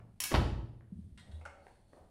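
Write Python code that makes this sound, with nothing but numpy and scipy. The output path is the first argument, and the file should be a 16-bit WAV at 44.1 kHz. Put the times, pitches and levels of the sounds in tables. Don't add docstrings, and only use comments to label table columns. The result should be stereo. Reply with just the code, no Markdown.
import sys
import numpy as np
from scipy import signal
from scipy.fft import rfft, irfft, next_fast_len
from scipy.io import wavfile
from scipy.ndimage import map_coordinates

SR = 44100
rng = np.random.default_rng(int(sys.argv[2]) if len(sys.argv) > 2 else 0)


def wrap_up_sound(samples):
    columns = np.atleast_2d(samples).T
    tamed = np.clip(columns, -1, 1)
    steps = np.round(tamed * 32767).astype(np.int16)
    wavfile.write(sys.argv[1], SR, steps)


N = 92610
SCENE_TIME = np.arange(N) / SR
HIT_TIME = np.arange(int(1.3 * SR)) / SR


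def gain(db):
    return 10 ** (np.asarray(db) / 20)


def curve_at(points, hz):
    freqs, values = np.transpose(points)
    return np.interp(np.log(hz + 1), np.log(freqs + 1), values)


def add(track, start, sound):
    i = max(0, round(start * SR))
    track[:, i:i + sound.shape[-1]] += sound[..., :N - i]


def fade(fade_s):
    return np.exp(-np.log(1000) * HIT_TIME / fade_s)


def crack(tone, brightness, fade_s):
    size = 16384
    hz = np.fft.rfftfreq(size, 1 / SR)
    octaves = np.log2(np.maximum(hz, hz[32]) / 1000)
    cepstrum = irfft(np.log(gain(curve_at(tone, hz) + brightness * octaves)))
    cepstrum[1:size // 2] *= 2
    cepstrum[size // 2 + 1:] = 0
    noise = rng.standard_normal(size) * fade(fade_s)[:size]
    burst = irfft(np.exp(rfft(cepstrum)) * rfft(noise))
    burst *= np.sqrt(.005 * SR / np.sum(burst ** 2))
    return np.pad(burst, (0, len(HIT_TIME) - size))


def ring(notes, attack_s, brightness=0):
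    sound = np.zeros(len(HIT_TIME))
    for hz, db, fade_s in notes:
        level = gain(db + brightness * np.log2(hz / 1000) + 1.5 * rng.standard_normal())
        sound += level * np.sin(2 * np.pi * hz * HIT_TIME) * fade(fade_s)
    return sound * (1 - np.exp(-HIT_TIME / attack_s))


def wobble(time, per_second):
    return map_coordinates(rng.standard_normal(N // 10), [time * per_second], mode="mirror")


# (frequency [Hz], likeness [1 = the same])
LIKENESS = [(60, 0.89), (200, 0.92), (500, 0.66), (1200, -0.053), (3000, -0.031), (12000, -0.22)]
def stereo_noise(tone, size):
    padded = next_fast_len(size)
    hz = np.fft.rfftfreq(padded, 1 / SR)
    spread = np.arccos(np.clip(curve_at(LIKENESS, hz), -1, 1)) / 2
    spectrum = rfft(rng.standard_normal((2, padded))) * gain(curve_at(tone, hz))
    mid, side = irfft(spectrum * [np.cos(spread), np.sin(spread)], padded)[:, :size]
    pair = np.array([mid + side, mid - side])
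    return pair / pair.std()


# (frequency [Hz], fade time [s])
ROOM_FADE = [(60, 0.98), (200, 1), (500, 0.71), (1500, 0.58), (4000, 0.56), (8000, 0.5), (14000, 0.31)]
# (delay [s], level [dB])
ECHOES = [(.0032, -6.5), (.0135, -9), (0.0167, -9.5)]
def room(sound, echo_db):
    size = len(HIT_TIME)
    white_noise = stereo_noise([(1, 0), (SR, 0)], size)
    hz, time, bands = signal.stft(white_noise, SR, nperseg=512)
    decay = np.exp(-np.log(1000) * time / curve_at(ROOM_FADE, hz)[:, None])
    wash = signal.istft(bands * decay, SR, nperseg=512)[1][:, :size]
    wash *= 1 - np.exp(-HIT_TIME / .0053)
    response = gain(echo_db) * wash / np.linalg.norm(wash[0])
    response[:, 0] += 1
    for delay, db in ECHOES:
        arrival = np.abs(delay + .0003 * rng.standard_normal(2))
        response[[0, 1], np.round(arrival * SR).astype(int)] += gain(db)
    return signal.fftconvolve(sound[None], response, axes=1)[:, :size]


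def strikes(hits, tone, notes, echo_db, crack_s=.025, ring_db=-3):
    track = np.zeros((2, N))
    for start, db, brightness in hits:
        burst = crack(tone, brightness, crack_s)
        ringing = gain(ring_db) * ring(notes, attack_s=.00013, brightness=brightness)
        add(track, start, gain(db) * room(burst + ringing, echo_db))
    return track


def rubbing(levels, tone):
    return gain(np.interp(SCENE_TIME, *np.transpose(levels))) * stereo_noise(tone, N)


# (frequency [Hz], level [dB])
BACKGROUND_TONE = [(20, -3), (40, 1.5), (80, 2.5), (150, -7.5), (300, -15.5), (850, -32.5), (1700, -32.5),
                   (5700, -44), (9100, -39.5), (11800, -38.5), (12800, -56.5), (16000, -65.5)]
def background():
    return gain(-65) * stereo_noise(BACKGROUND_TONE, N)


# (time [s], level [dB])
HEM_LEVELS = [(1.55, -100), (1.63, -81.5), (1.742, -81), (1.85, -87.5), (1.92, -84), (2.1, -95)]
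# (frequency [Hz], level [dB])
HEM_TONE = [(3000, -38), (4050, -11), (4400, 3.5), (4750, -14.5), (6000, -38)]
def hem():
    return rubbing(HEM_LEVELS, HEM_TONE)


# (time [s], drag level [dB], hiss level [dB])
CLOTH_LEVELS = [(0, -62.5, -93), (0.179, -80.5, -83.5), (.85, -87, -91.5), (1.0, -83, -79),
                (1.15, -82.5, -82.5), (1.27, -65.5, -80), (1.36, -65, -72.5), (1.55, -68.5, -88),
                (1.68, -64.5, -73.5), (1.87, -81.5, -81.5), (1.922, -68.5, -76.5), (1.969, -60, -75),
                (2.029, -62.5, -81), (2.1, -68.5, -82.5)]
# (frequency [Hz], level [dB])
DRAG_TONE = [(100, -18.5), (200, -2.5), (330, -5.5), (650, -1.5), (1000, -11), (1500, -18), (2200, -29),
             (5000, -35), (12000, -44.5)]
# (frequency [Hz], level [dB])
HISS_TONE = [(1500, -7), (3400, 0), (4500, -3), (5500, -5.5), (7500, -6), (9300, 4.5), (10600, -8.5),
             (15000, -23)]
def cloth():
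    times, drag_db, hiss_db = np.transpose(CLOTH_LEVELS)
    snags_db = -.8 * wobble(SCENE_TIME, per_second=200)
    drag = gain(np.interp(SCENE_TIME, times, drag_db)) * stereo_noise(DRAG_TONE, N)
    hiss = gain(np.interp(SCENE_TIME, times, hiss_db)) * stereo_noise(HISS_TONE, N)
    return gain(snags_db) * (drag + hiss)


# (time [s], level [dB], brightness [dB per octave])
CUFF_SNAPS = [(1.1755, -58.5, 4.5), (1.1835, -58.5, 0.5), (1.196, -64.5, 9.5), (1.315, -65, 4),
              (1.342, -83, 10)]
# (frequency [Hz], level [dB])
CUFF_TONE = [(410, -50.5), (700, -11.5), (1700, -0.5), (1860, -2), (2390, -9), (3570, -6), (6600, -23.5),
             (8700, -17), (10900, -33), (12200, -41), (14000, -68)]
# (pitch [Hz], level [dB], fade time [s])
CUFF_NOTES = [(1450, -17, .08), (1900, -6, .09), (2040, -12, .07), (2850, -16, .14), (3300, -13, .1),
              (3680, -14, .16), (4100, -19, .08), (8320, -31, .12), (9000, -34, .25)]
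def cuff():
    return strikes(CUFF_SNAPS, CUFF_TONE, CUFF_NOTES, echo_db=1, crack_s=.08)


# (time [s], level [dB], brightness [dB per octave])
DULL_KNOCKS = [(.001, -62, 0.5), (.8085, -64.5, -1.5), (1.6675, -53.5, -.5), (1.9325, -56, -8)]
# (frequency [Hz], level [dB])
KNOCK_TONE = [(200, -18), (550, 4), (900, 3), (1400, 3.5), (2100, -4), (3000, -16), (8000, -30),
              (14000, -40.5)]
def knocks():
    return strikes(DULL_KNOCKS, KNOCK_TONE, notes=[], echo_db=0, crack_s=.012)


# (time [s], length [s], level [dB], pitch [Hz])
EYELET_RUBS = [(1.305, .03, -74, 3860), (1.333, .046, -69.5, 3835), (1.335, .04, -73, 3430),
               (1.4515, .013, -42, 1400)]
def squeals():
    track = np.zeros((2, N))
    for start, length, db, hz in EYELET_RUBS:
        pitch_hz = hz + 70 * wobble(HIT_TIME, per_second=400)
        swell = np.sin(np.pi * np.minimum(HIT_TIME / length, 1))
        squeal = swell * np.sin(2 * np.pi * np.cumsum(pitch_hz) / SR)
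        add(track, start, gain(db) * room(squeal, echo_db=-5.5))
    return track


# (time [s], level [dB], brightness [dB per octave])
HAND_TAPS = [(1.4125, -56, -3), (1.4525, -53.5, 2.5), (1.4595, -47, 0.5)]
# (frequency [Hz], level [dB])
TAP_TONE = [(200, -35), (430, -12), (570, 5), (680, -10), (770, 0), (900, -4), (1150, -4), (1380, 2),
            (1700, -9), (2050, 0), (2750, -5), (3500, -22), (9000, -21), (11000, -39), (14000, -51)]
# (pitch [Hz], level [dB], fade time [s])
TAP_NOTES = [(565, -7, .36), (619, -17, .5), (770, -15, .35), (1340, -12, .12), (2050, -15, .14)]
def taps():
    return strikes(HAND_TAPS, TAP_TONE, TAP_NOTES, echo_db=1.5)


# (time [s], level [dB])
LEVER_LEVELS = [(0, -59), (.15, -66), (.29, -62), (.5, -77), (.91, -75.5), (.935, -52), (1.01, -52),
                (1.12, -57), (1.25, -63.5), (1.45, -65.5), (1.6, -85.5)]
# (frequency [Hz], level [dB])
LEVER_TONE = [(40, -11.5), (85, 2), (145, -5), (205, 2.5), (270, -14.5), (400, -25.5), (1200, -53.5),
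              (4000, -92)]
def lever():
    return rubbing(LEVER_LEVELS, LEVER_TONE)


# (time [s], level [dB], pitch
# [Hz], fade time [s])
SOFT_BUMPS = [(.002, -48, 113.4, 0.61), (.004, -58, 165.7, 0.95), (0.9211, -32.5, 186, 0.088),
              (.924, -45, 109, 0.22), (0.961, -45.5, 81.5, 0.43), (.972, -47.5, 213.8, 0.37),
              (0.9897, -37.5, 190.5, 0.032), (1.039, -40.5, 94, 0.094), (1.121, -47, 63, 0.2),
              (1.292, -39.5, 75.3, 0.2), (1.334, -40.5, 78.9, 0.57), (2.013, -59, 68.4, 0.089)]
def bumps():
    track = np.zeros((2, N))
    for start, db, hz, fade_s in SOFT_BUMPS:
        add(track, start, ring([(hz, db, fade_s)], attack_s=.0031))
    return track


# (time [s], level [dB])
TABLE_BLOWS = [(.3262, -35), (.3425, -26), (.3787, -28), (.4508, -34.5), (.5228, -35), (.5759, -39)]
# (pitch [Hz], level [dB], fade time [s])
TABLE_NOTES = [(57.2, -4, .42), (82.1, 4, .17), (100, -1, .33), (115.4, -9.5, 1.1), (130, -10.5, .7),
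               (174.5, -.5, .11), (219.5, -20, .85), (333.4, -17, .46)]
# (frequency [Hz], level [dB])
BOOM_TONE = [(25, -14), (50, 3), (85, 5), (130, -2), (165, -8), (260, -18), (400, -14), (900, -51),
             (4000, -90)]
def table():
    track = np.zeros((2, N))
    for start, db in TABLE_BLOWS:
        wood = ring(TABLE_NOTES, attack_s=.0064)
        boom = room(crack(BOOM_TONE, brightness=0, fade_s=.06), echo_db=-6)
        add(track, start, gain(db) * (wood + boom))
    return track


# (time [s], level [dB], brightness [dB per octave])
CATCH_CLICKS = [(.2027, -33, -1.5), (.2055, -37, 0), (.2378, -33.5, -1.5), (.2395, -37.5, 1.5)]
# (frequency [Hz], level [dB])
CATCH_TONE = [(150, -26), (270, -19), (420, -29), (750, -15), (1100, -11), (1400, -11), (1900, -12),
              (2500, -4.5), (3100, -4.5), (3900, -6), (4600, -3), (5700, -1), (7100, -1), (7800, -6),
              (8700, -1.5), (10600, 1), (12500, -5), (15500, -8)]
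# (pitch [Hz], level [dB], fade time [s])
CATCH_NOTES = [(1676, -22.5, .33), (2248, -15, .2), (2598, -17, .26), (3280, -23, .2), (5040, -25, .2),
               (5547, -24, .2), (6072, -21, .27), (6550, -20, .1), (8950, -25, .18), (10445, -18, .22)]
def catch():
    return strikes(CATCH_CLICKS, CATCH_TONE, CATCH_NOTES, echo_db=4.5)


# (time [s], level [dB], brightness [dB per octave], fade time [s])
RAM_HITS = [(.3095, -46, -2, .03), (.3162, -34, -2, .03), (.3212, -37, -2, .04), (.3275, -38, -4, .06),
            (.335, -37, -4.5, .06), (.3412, -28, -.5, .018), (.3432, -26.5, -1, .028),
            (.3495, -29.5, 1, .009), (.3588, -35, 4, .007), (.367, -40, 2, .02)]
# (frequency [Hz], level [dB])
RAM_TONE = [(90, -17.5), (160, -11), (300, -9.5), (400, -10.5), (640, -8.5), (1000, -10), (1400, -12),
            (1600, -16), (1900, -12.5), (2150, -17), (2700, -18), (3600, -20), (5500, -32), (7300, -52),
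            (10400, -50), (15000, -65.5)]
# (pitch [Hz], level [dB], fade time [s])
FRAME_NOTES = [(335, -23, .45), (456, -25, .4), (587, -22, .4), (640, -24, .3), (721, -24, .35),
               (834, -22, .22), (903, -21, .25), (985, -23, .3), (1094, -23, .2), (1293, -23, .3),
               (1911, -22, .15), (3516, -28, .12)]
def ram():
    return sum(strikes([hit], RAM_TONE, FRAME_NOTES, echo_db=-1.5, crack_s=fade_s, ring_db=.5)
               for *hit, fade_s in RAM_HITS)


def scene():
    press = catch() + ram()
    handling = taps() + squeals() + knocks() + cuff()
    low_sounds = table() + bumps() + lever()
    return press + handling + low_sounds + hem() + cloth() + background()


# (frequency [Hz], boost on the left and cut on the right [dB])
BALANCE = [(60, 0.1), (150, -0.5), (300, 0.3), (650, 1.3), (1200, 1.35), (2300, 1.2), (4400, 2), (8000, 1),
           (13000, -1.3)]
def record(dry):
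    top_hz, edge_hz = 16100, 500
    padded = next_fast_len(N + SR // 2)
    hz = np.fft.rfftfreq(padded, 1 / SR)
    balance = gain(np.outer([1, -1], curve_at(BALANCE, hz)))
    treble_cut = np.sin(np.pi / 2 * np.clip((top_hz - hz) / edge_hz, 0, 1)) ** 2
    return irfft(rfft(dry, padded) * balance * treble_cut, padded)[:, :N]


dry = scene()
out = record(dry)
wrap_up_sound(out)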